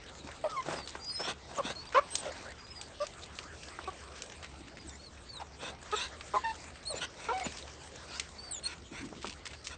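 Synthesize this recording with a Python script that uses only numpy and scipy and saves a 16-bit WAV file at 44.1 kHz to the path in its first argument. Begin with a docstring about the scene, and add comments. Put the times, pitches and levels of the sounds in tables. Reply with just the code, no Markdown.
"""Thin whistling whines and short throaty yelps: hounds fret around a hung-up hare in a spring thicket,
a metre or two from a hand-held phone. They whistle through the nose, yelp with vocal folds and throat,
and snuffle at the scent in puffs that flap the muzzle. Twigs snap and dry leaves crackle under
their paws, a sleeve rubs, and a low rumble hangs in the distance."""
import sys
import numpy as np
from scipy import signal
from scipy.fft import rfft, irfft, next_fast_len
from scipy.io import wavfile
from scipy.ndimage import uniform_filter1d, map_coordinates

SR = 44100
rng = np.random.default_rng(int(sys.argv[2]) if len(sys.argv) > 2 else 0)


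def master_out(mix):
    """Clip the mix to full scale and print it as 16-bit PCM to the path in sys.argv[1]."""
    frames = np.transpose(np.atleast_2d(mix))
    ceiling = np.clip(frames, -1, 1)
    pcm = np.round(ceiling * 32767).astype(np.int16)
    wavfile.write(sys.argv[1], SR, pcm)


N = 430857
T = np.arange(N) / SR
TOP_HZ = 8700

# How much the undergrowth stirs. Each row: time in seconds, relative level in dB.
UNDERGROWTH_STIR = [(0, -49.5), (.9, -48), (1.4, -55), (1.85, -51), (2.35, -44.5), (2.65, -54.5),
                    (3.3, -47), (4.3, -47), (4.6, -54.5), (5.2, -55.5), (6.2, -48), (6.6, -46), (6.82, -53),
                    (7.45, -44.5), (8.0, -49.5), (8.45, -48.5), (8.83, -55.5), (9.15, -53.5), (9.77, -55.5)]


def undb(db):
    """Decibels to gain."""
    return 10 ** (np.asarray(db) / 20)


def unit(x):
    """Scale to rms 1."""
    return x / np.sqrt(np.mean(x ** 2) + 1e-20)


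def shape(x, response):
    """Filter by a gain given as a function of frequency."""
    n = next_fast_len(len(x))
    return irfft(rfft(x, n) * response(np.arange(n // 2 + 1) * SR / n + 1), n)[:len(x)]


def colour(x, points):
    """EQ x along a curve of (Hz, dB) points, at rms 1."""
    hz, db = np.transpose(points)
    return unit(shape(x, lambda f: undb(np.interp(np.log(f), np.log(hz), db))))


def resonances(hz, modes, order=2):
    """Gain of (Hz, width in Hz, dB) resonances at a frequency; a higher order has steeper sides."""
    return sum(undb(db) / (1 + ((hz / f - f / hz) * f / width) ** order) for f, width, db in modes)


def wander(n, rate):
    """Smooth random drift of spread near 1, renewed rate times a second."""
    hold = max(2, int(SR / rate))
    points = rng.standard_normal(n // hold + 2)
    drift = np.interp(np.arange(n) / hold, np.arange(len(points)), points)
    return uniform_filter1d(drift, hold // 2) * np.sqrt(2)


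def patchy(x, depth_db, rate=22, per_octave=3.536):
    """Let neighbouring bands of x swell and fade on their own, about rate times a second."""
    hz, t, bands = signal.stft(x, SR, nperseg=512)
    place = np.array(np.broadcast_arrays(per_octave * np.log2(1 + hz / hz[2])[:, None], rate * t))
    drift = map_coordinates(rng.standard_normal((64, 512)), place, order=1, mode="mirror")
    return signal.istft(bands * undb(depth_db * drift), SR)[1][:len(x)]


def gate(n, rise, fall):
    """Smooth opening and closing over rise and fall seconds."""
    t = np.arange(n) / SR
    return np.sin(np.pi / 2 * np.clip(np.minimum(t / rise, t[::-1] / fall), 0, 1))


def effort(n, crest, swell_db, fade_db):
    """Gain of a call: it swells, holds around its crest, then fades."""
    away = np.interp(np.linspace(0, 1, n), [0, np.clip(crest, .02, .98), 1], [-1, 0, 1])
    return undb(-np.where(away < 0, swell_db, fade_db) * away ** 2)


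def arch(n, start_hz, middle_hz, end_hz):
    """A pitch glide bent into one smooth arch or dip."""
    u = np.linspace(0, 1, n)
    return start_hz + (end_hz - start_hz) * u + (2 * middle_hz - start_hz - end_hz) * 2 * u * (1 - u)


def add(out, start, x):
    """Mix x in at start seconds."""
    i = int(np.clip(start * SR, 0, N - 1))
    out[i:i + len(x)] += x[:N - i]


def woodland_air(air_db=-52, follow=0.72, split_hz=400, rumble_hz=73):
    """Soft open air whose upper range ebbs and swells with the stirring brush, and a far rumble."""
    # Tone of the open air. Each row: frequency in Hz, relative level in dB.
    air_eq = [(25, -22), (48, -2.5), (70, -7.5), (110, -5.5), (230, -10.5), (450, -10), (780, -13.5),
              (1300, -15.5), (2700, -20.5), (4200, -21.5), (8500, -27)]
    stir_db = np.interp(T, *np.transpose(UNDERGROWTH_STIR))
    air = colour(rng.standard_normal(N), air_eq) * undb(air_db)
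    bass = shape(air, lambda f: 1 / (1 + (f / split_hz) ** 2))
    brush = patchy(air - bass, depth_db=5.5) * undb(follow * (stir_db - stir_db.mean()))
    rumble = unit(shape(rng.standard_normal(N), lambda f: 1 / (1 + ((f - rumble_hz) / 6) ** 2)))
    rumble_db = np.interp(T, [1.8, 2.4], [-62, -57])
    return bass + brush + rumble * undb(rumble_db)


def leaf_crackle(clicks_per_s=150, uneven_db=6, flicker_db=0.5, t60=0.024, trim_db=-8):
    """Dry leaves give tiny clicks of very uneven size, in fits and starts as the dogs move about."""
    size = undb(uneven_db * np.minimum(rng.exponential(size=N), 3.2))
    clicks = (rng.random(N) < clicks_per_s / SR) * size * undb(flicker_db * wander(N, 14))
    grains = signal.fftconvolve(clicks, undb(-60 * T[:SR // 20] / t60))[:N] * rng.standard_normal(N)
    crackle = colour(grains, [(150, -21.5), (500, -7.5), (1300, -3), (3500, -3.5), (8500, -9.5)])
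    stir_db = np.interp(T, *np.transpose(UNDERGROWTH_STIR))
    return unit(patchy(crackle, depth_db=6)) * undb(stir_db + trim_db)


def whines(step_hz=214, quaver=0.0023, waver_db=4.5, slip_db=6, breath_db=-17):
    """A nose whistle and its octave in a halo of air; each wavers, and both falter as the pitch slips."""
    # Each row: start and length in seconds, start, middle and end of the glide in Hz,
    # crest as a share of the length, level of the whistle and of its octave in dB.
    calls = [ (0.18, 0.038, 4820, 4070, 3850, 0.18, -52.5, -80),
             (0.759, 0.097, 5200, 4694, 4500, 0.51, -45.5, -53),
             (0.997, 0.282, 4770, 5016, 5590, 0.76, -39.5, -75),
             (1.09, .1, 4450, 4303, 4000, 0.17, -44.5, -50),
             (1.548, 0.04, 4200, 3660, 2930, 0.95, -66, -48),
             (1.752, 0.14, 4290, 4455, 4830, 0.22, -45, -84),
             (2.102, 0.066, 4100, 4145, 3950, 0.47, -53, -42),
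             (2.176, 0.04, 4220, 4200, 3730, 0.22, -65, -41),
             (2.582, 0.12, 4900, 4836, 5020, 0.17, -52.5, -76),
             (2.701, 0.11, 5120, 4960, 4700, 0.4, -45.5, -73),
             (4.701, 0.19, 5200, 4960, 4250, 0.35, -62, -78),
             (4.862, 0.13, 4520, 3500, 4220, 0.39, -64, -52.5),
             (4.986, 0.13, 4100, 4410, 3470, 0.34, -54, -71),
             (5.266, 0.13, 4540, 4335, 3510, 0.8, -47.5, -62),
             (5.958, 0.03, 4054, 3675, 3640, 0.41, -35.5, -41),
             (6.852, 0.089, 3820, 4357, 3390, 0.48, -39, -42.5),
             (6.953, 0.035, 3550, 3530, 3620, 0.37, -52, -40.5),
             (7.435, 0.031, 3560, 3500, 3550, .5, -61, -39.5),
             (8.38, 0.14, 4470, 4610, 4390, 0.31, -45.5, -69),
             (8.502, 0.094, 4520, 3650, 3400, 0.24, -48.5, -39),
             (8.63, 0.048, 4410, 4220, 4490, 0.81, -34.5, -40)]
    out = np.zeros(N)
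    for start, length, start_hz, middle_hz, end_hz, crest, db, octave_db in calls:
        n = int(length * SR)
        # the whistle clings to a pitch, then slips on to the next in a small step
        step = 2 * np.pi * arch(n, start_hz, middle_hz, end_hz) / step_hz
        hz = step_hz * (step - np.sin(step)) / (2 * np.pi)
        phase = 2 * np.pi * np.cumsum(hz * (1 + quaver * wander(n, 180))) / SR
        # a weakly blown whistle barely holds and breaks up most
        depth_db = waver_db * np.interp(max(db, octave_db), [-52, -40], [1.7, .8])
        whistle = np.zeros(n)
        for k, partial_db in (1, db), (2, octave_db):
            falter = unit(undb(slip_db * np.cos(step) / 2 + depth_db * np.minimum(wander(n, 68), 1)))
            halo = undb(breath_db) * (wander(n, 840) + 1j * wander(n, 840))
            tone = np.imag((np.sqrt(2) + k * halo) * np.exp(1j * k * phase))
            whistle += undb(partial_db) * falter * tone
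        add(out, start, whistle * effort(n, crest, swell_db=11, fade_db=12) * gate(n, .006, .006))
    return out


def sleeve_rubs(catch_db=6):
    """Cloth near the phone catches and slips in dull, uneven scuffs."""
    # Each row: start and length in seconds, level in dB.
    rubs = [(0.187, 0.11, -52), (4.508, 0.54, -57), (8.911, 0.426, -49)]
    out = np.zeros(N)
    for start, length, db in rubs:
        n = int(length * SR)
        friction = rng.standard_normal(n) * undb(catch_db * wander(n, 47.44))
        scuff = colour(friction, [(40, -8), (130, 5.5), (340, 10.5), (520, -20), (1500, -20.5)])
        add(out, start, scuff * undb(db) * gate(n, .0071, .04))
    return out


def twig_snaps(crack_db=-7, splinter_db=-19, splinter_t60=0.25, trim_db=1):
    """A break or a paw's knock rings the wood, thin twigs with most crack; fibres and leaves settle."""
    # Each row: start in seconds, peak before the trim in dB, pitch of the wood in Hz.
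    twigs = [ (0.288, -35, 1010), (0.685, -25.5, 560), (.875, -31, 3000), (0.952, -29.5, 690),
             (1.276, -29, 600), (1.65, -30, 239), (2.154, -16, 6760), (2.426, -40, 4200),
             (2.813, -26.5, 6150), (3.068, -27, 4170), (3.388, -25, 2680), (3.789, -28, 740),
             (4.221, -24, 4800), (4.894, -35, 6500), (6.209, -32.5, 2200), (6.94, -30.5, 330),
             (7.398, -30, 3000), (7.463, -30, 236), (8.157, -37, 3000), (8.197, -19.5, 3600),
             (9.125, -33, 545), (9.245, -25, 730), (9.455, -31.5, 3100), (9.467, -30, 2580),
             (9.67, -27, 3800)]
    out, t = np.zeros(N), T[:SR // 6]
    for start, db, hz in twigs:
        ring_t60 = .023 * (1500 / hz) ** .25  # thin twigs ring shortest
        decay = undb(-60 * t / ring_t60) + undb(splinter_db - 60 * t / splinter_t60)
        burst = rng.standard_normal(len(t)) * decay
        wood_band = [hz / 2.4, min(hz * 1.81, TOP_HZ)]
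        wood = signal.lfilter(*signal.butter(2, wood_band, "band", fs=SR), burst)
        crack = signal.lfilter(*signal.butter(2, [500, TOP_HZ], "band", fs=SR), burst)
        snap = unit(wood) + undb(crack_db) * min(hz / 3000, 1) * unit(crack)
        add(out, start, snap / np.abs(snap).max() * undb(db + trim_db))
    return out


def yelps(jitter=0.088, shimmer=0.15, flicker_db=4, closing_octaves=0.077, droop_s=0.004):
    """Vocal folds drive throat and mouth; in rough yelps the cycles vary and air rasps once a cycle."""
    # Each row: start and length in seconds, start and end of the glide in Hz, crest as a share of the
    # length, level in dB, mouth resonance in Hz, treble tilt in dB per octave, roughness from 0 to 1.
    calls = [ (0.439, 0.041, 638, 615, 0.11, -28.5, 835, -5.5, 0.34),
             (0.485, 0.079, 1340, 1165, 0.91, -41.5, 1200, -16, 0.22),
             (0.56, 0.053, 1117, 996, 0.38, -33.5, 1140, 5, 0),
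             (1.577, 0.037, 557, 580, 0.69, -29.5, 1010, -7, 0.36),
             (1.9447, 0.055, 474, 607, 0.72, -20, 1187, 1.5, 0.29),
             (2.252, 0.066, 655, 493, 0.17, -39, 745, -31, 0.65),
             (2.452, 0.078, 1410, 2056, 0.14, -48, 1760, -6, 0.65),
             (3.001, 0.045, 567, 612, 0.44, -31.5, 1220, -15, 0.1),
             (3.874, 0.027, 380.6, 387, 0.14, -35, 1130, -7, 0.17),
             (5.328, 0.071, 1073, 934, 0.65, -57, 980, -2, 0.5),
             (5.396, 0.036, 850, 848, 0.53, -40.5, 840, 5.5, 0.67),
             (5.923, 0.032, 412, 445, 0.51, -29, 1270, -8.5, 0.15),
             (6.336, 0.028, 208.8, 200, 0.25, -27.5, 1029, -3.5, 0.31),
             (6.355, 0.029, 1040, 985, 0.54, -25, 970, -6, 0.32),
             (6.437, 0.087, 913, 889, .25, -31.5, 1140, -0.5, 0),
             (6.897, 0.037, 638, 564, 0.47, -41.5, 890, -9, 0.44),
             (7.285, 0.051, 440.4, 529, .08, -30.5, 1140, -1, 0.24),
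             (7.328, 0.071, 746, 770, 0.091, -35, 854, 4, 0.06),
             (7.406, 0.032, 740, 730, 0.26, -36, 2230, -7.5, 0.18)]
    # Resonances of the throat. Each row: centre and width in Hz, gain in dB.
    throat = [(560, 380, 0), (2230, 800, -17), (4000, 2000, -35)]
    out = np.zeros(N)
    for start, length, start_hz, end_hz, crest, db, mouth_hz, tilt_db, rough in calls:
        n = int(length * SR)

        def mouth(opening):
            """The mouth's resonance (Hz, width in Hz, dB) sinks as it closes."""
            return [(mouth_hz * 2 ** (closing_octaves * opening), 480, 4)]

        def tract(f, opening=0):
            """Gain of throat and mouth; closing dulls the treble."""
            treble = undb((tilt_db + 5 * opening) * np.log2(np.maximum(f / 700, 1)))
            return (resonances(f, throat) + resonances(f, mouth(opening), order=4)) * treble

        # the pitch drops as the folds let go
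        droop = .074 * min(4 * rough, 1) * np.exp(-T[:n][::-1] / droop_s)
        hz = np.linspace(start_hz, end_hz, n) * (1 - droop)
        phase = 2 * np.pi * np.cumsum(hz * (1 + jitter * rough * wander(n, 500))) / SR
        k = np.arange(1, int(TOP_HZ / hz.mean()) + 1)[:, None]
        partial_hz = k * hz
        # the folds close a little differently each time, so high overtones blur and flicker most
        height = partial_hz / 2500
        blur = (.28 + 1.2 * rough) * np.minimum(height ** 2, 3) * np.array([wander(n, 350) for _ in k])
        flicker = undb(flicker_db * np.minimum(height, 1) * np.array([wander(n, 130) for _ in k]))
        opening = np.linspace(.5, -.5, n)  # the mouth closes through the call
        lag = sum(2 * np.arctan((partial_hz / f - f / partial_hz) * f / width)
                  for f, width, _ in throat + mouth(opening))
        gains = tract(partial_hz, opening) * flicker
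        partials = gains * np.cos(k * phase + blur - lag)
        voice = unit(partials.sum(axis=0) / np.linalg.norm(gains, axis=0))
        rasp = unit(shape(rng.standard_normal(n) * (1 + np.cos(phase)), tract))
        call = unit(voice * (1 + shimmer * rough * wander(n, 400)) + rough * rasp)
        envelope = effort(n, crest, swell_db=7, fade_db=4.5) * gate(n, .004, .007)
        add(out, start, call * undb(db) * envelope)
    return out


def snuffles(flap_db=2.5, flare_octaves=0.04, flicker_db=1.5):
    """Swelling puffs of air flap the muzzle and ring the nostrils, whose resonances slide as they flare."""
    # Each row: start and length in seconds, muzzle flutter and nostril hiss in dB,
    # the puff's own ring in Hz, rise of the resonances in octaves.
    puffs = [ (0.629, 0.2, -38.5, -51, 740, 0.078), (1.186, 0.043, -38, -57, 1100, -0.15),
             (1.215, 0.12, -39, -39.5, 3420, 0.16), (1.462, 0.18, -44.5, -55.5, 943, -0.041),
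             (1.618, .125, -41, -41, 3600, .26), (2.181, 0.13, -45.5, -49, 3060, -0.28),
             (2.314, 0.19, -50.5, -57, 4020, 0.2), (2.999, 0.067, -72, -44.5, 4930, -0.024),
             (5.587, 0.14, -44, -44, 3530, 0.07), (5.905, .18, -51.5, -37, 3680, 0.077),
             (6.922, 0.094, -46, -48, 4270, -0.053), (7.002, 0.06, -44, -36, 2970, 0.0047),
             (7.157, 0.18, -51.5, -50.5, 2281, 0), (7.436, 0.044, -42, -44, 2600, 0),
             (8.057, 0.16, -62, -46, 4680, .05), (8.63, 0.12, -72, -43.5, 2400, -.18),
             (8.906, 0.13, -54.5, -47, 2200, .15), (9.69, 0.069, -54, -47, 1500, .1)]
    # Tone of the fluttering muzzle. Each row: frequency in Hz, relative level in dB.
    muzzle_eq = [(60, -28), (150, -8), (300, -13), (520, -6), (850, -7.5), (1300, -13), (3000, -23),
                 (8500, -27.5)]
    # Resonances of the nose. Each row: centre and width in Hz, gain in dB.
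    nostrils = [(1000, 220, -4), (1450, 210, 2), (1900, 260, -4), (2600, 300, 0), (3550, 420, -4),
                (4300, 460, -6), (5900, 850, -8), (8200, 1800, -14)]
    out = np.zeros(N)
    for start, length, flutter_db, hiss_db, ring_hz, rise in puffs:
        n = int(length * SR)
        flutter = colour(rng.standard_normal(n) * undb(flap_db * wander(n, 150)), muzzle_eq)
        modes = nostrils + [(ring_hz, .18 * ring_hz, 1)]
        nose = lambda f: np.sqrt(sum(resonances(f, [mode]) ** 2 for mode in modes))
        ringing = shape(rng.standard_normal(2 * n), nose)
        slide = 2 ** (rise * np.linspace(-.5, .5, n) + flare_octaves * wander(n, 25))
        hiss = unit(map_coordinates(ringing, [np.cumsum(slide)], mode="mirror"))
        puff = undb(flutter_db) * flutter + undb(hiss_db + flicker_db * wander(n, 79.3)) * hiss
        add(out, start, puff * gate(n, .55 * length, .35 * length))
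    return out


def paw_rustles(clicks_per_s=900, uneven_db=8, t60=0.014):
    """A paw sweeps through dry leaves: a short, dense spray of clicks, each sweep with its own colour."""
    # Each row: start and length in seconds, level in dB, centre of the band in Hz.
    sweeps = [(0.87, 0.043, -47.5, 4200), (1.92, 0.031, -44, 1500), (4.422, 0.045, -45, 1700),
              (4.669, 0.023, -52, 1980), (4.767, 0.021, -48.5, 1800), (5.909, .022, -46, 2500),
              (7.562, 0.031, -46, 3500), (9.209, 0.14, -45, 3000), (9.445, 0.038, -47.5, 5000),
              (9.497, 0.065, -50.5, 2000), (9.623, 0.089, -48.5, 4800)]
    out = np.zeros(N)
    for start, length, db, hz in sweeps:
        n = int(length * SR)
        hits = rng.random(n) < clicks_per_s / SR
        clicks = hits * undb(uneven_db * np.minimum(rng.exponential(size=n), 3))
        grains = signal.fftconvolve(clicks, undb(-60 * T[:n] / t60))[:n] * rng.standard_normal(n)
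        spray = unit(shape(grains, lambda f: np.sqrt(resonances(f, [(hz, .79 * hz, 0)]))))
        add(out, start, spray * undb(db) * gate(n, .3 * length, .3 * length))
    return out


def thicket_echo(x, wet_db=-21, t60=0.18, predelay_s=0.004):
    """Trunks and ground scatter a faint, short echo."""
    t = T[:SR // 2]
    scatter = colour(rng.standard_normal(len(t)), [(100, -5), (700, -4.5), (2500, 2), (8000, -17)])
    tail = scatter * undb(-60 * t / t60) * (t > predelay_s)
    return x + undb(wet_db) * signal.fftconvolve(x, tail / np.linalg.norm(tail))[:N]


def scene():
    """Dogs and twigs echo among the trees, over leaves, sleeve and open air, in mono."""
    dogs = yelps() + whines() + snuffles() + twig_snaps() + paw_rustles()
    return (thicket_echo(dogs) + leaf_crackle() + sleeve_rubs() + woodland_air())[None]


def record(dry):
    """The phone cuts the top end steeply."""
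    return signal.sosfilt(signal.ellip(12, .2, 70, TOP_HZ, fs=SR, output="sos"), dry)


dry = scene()
out = record(dry)
master_out(out)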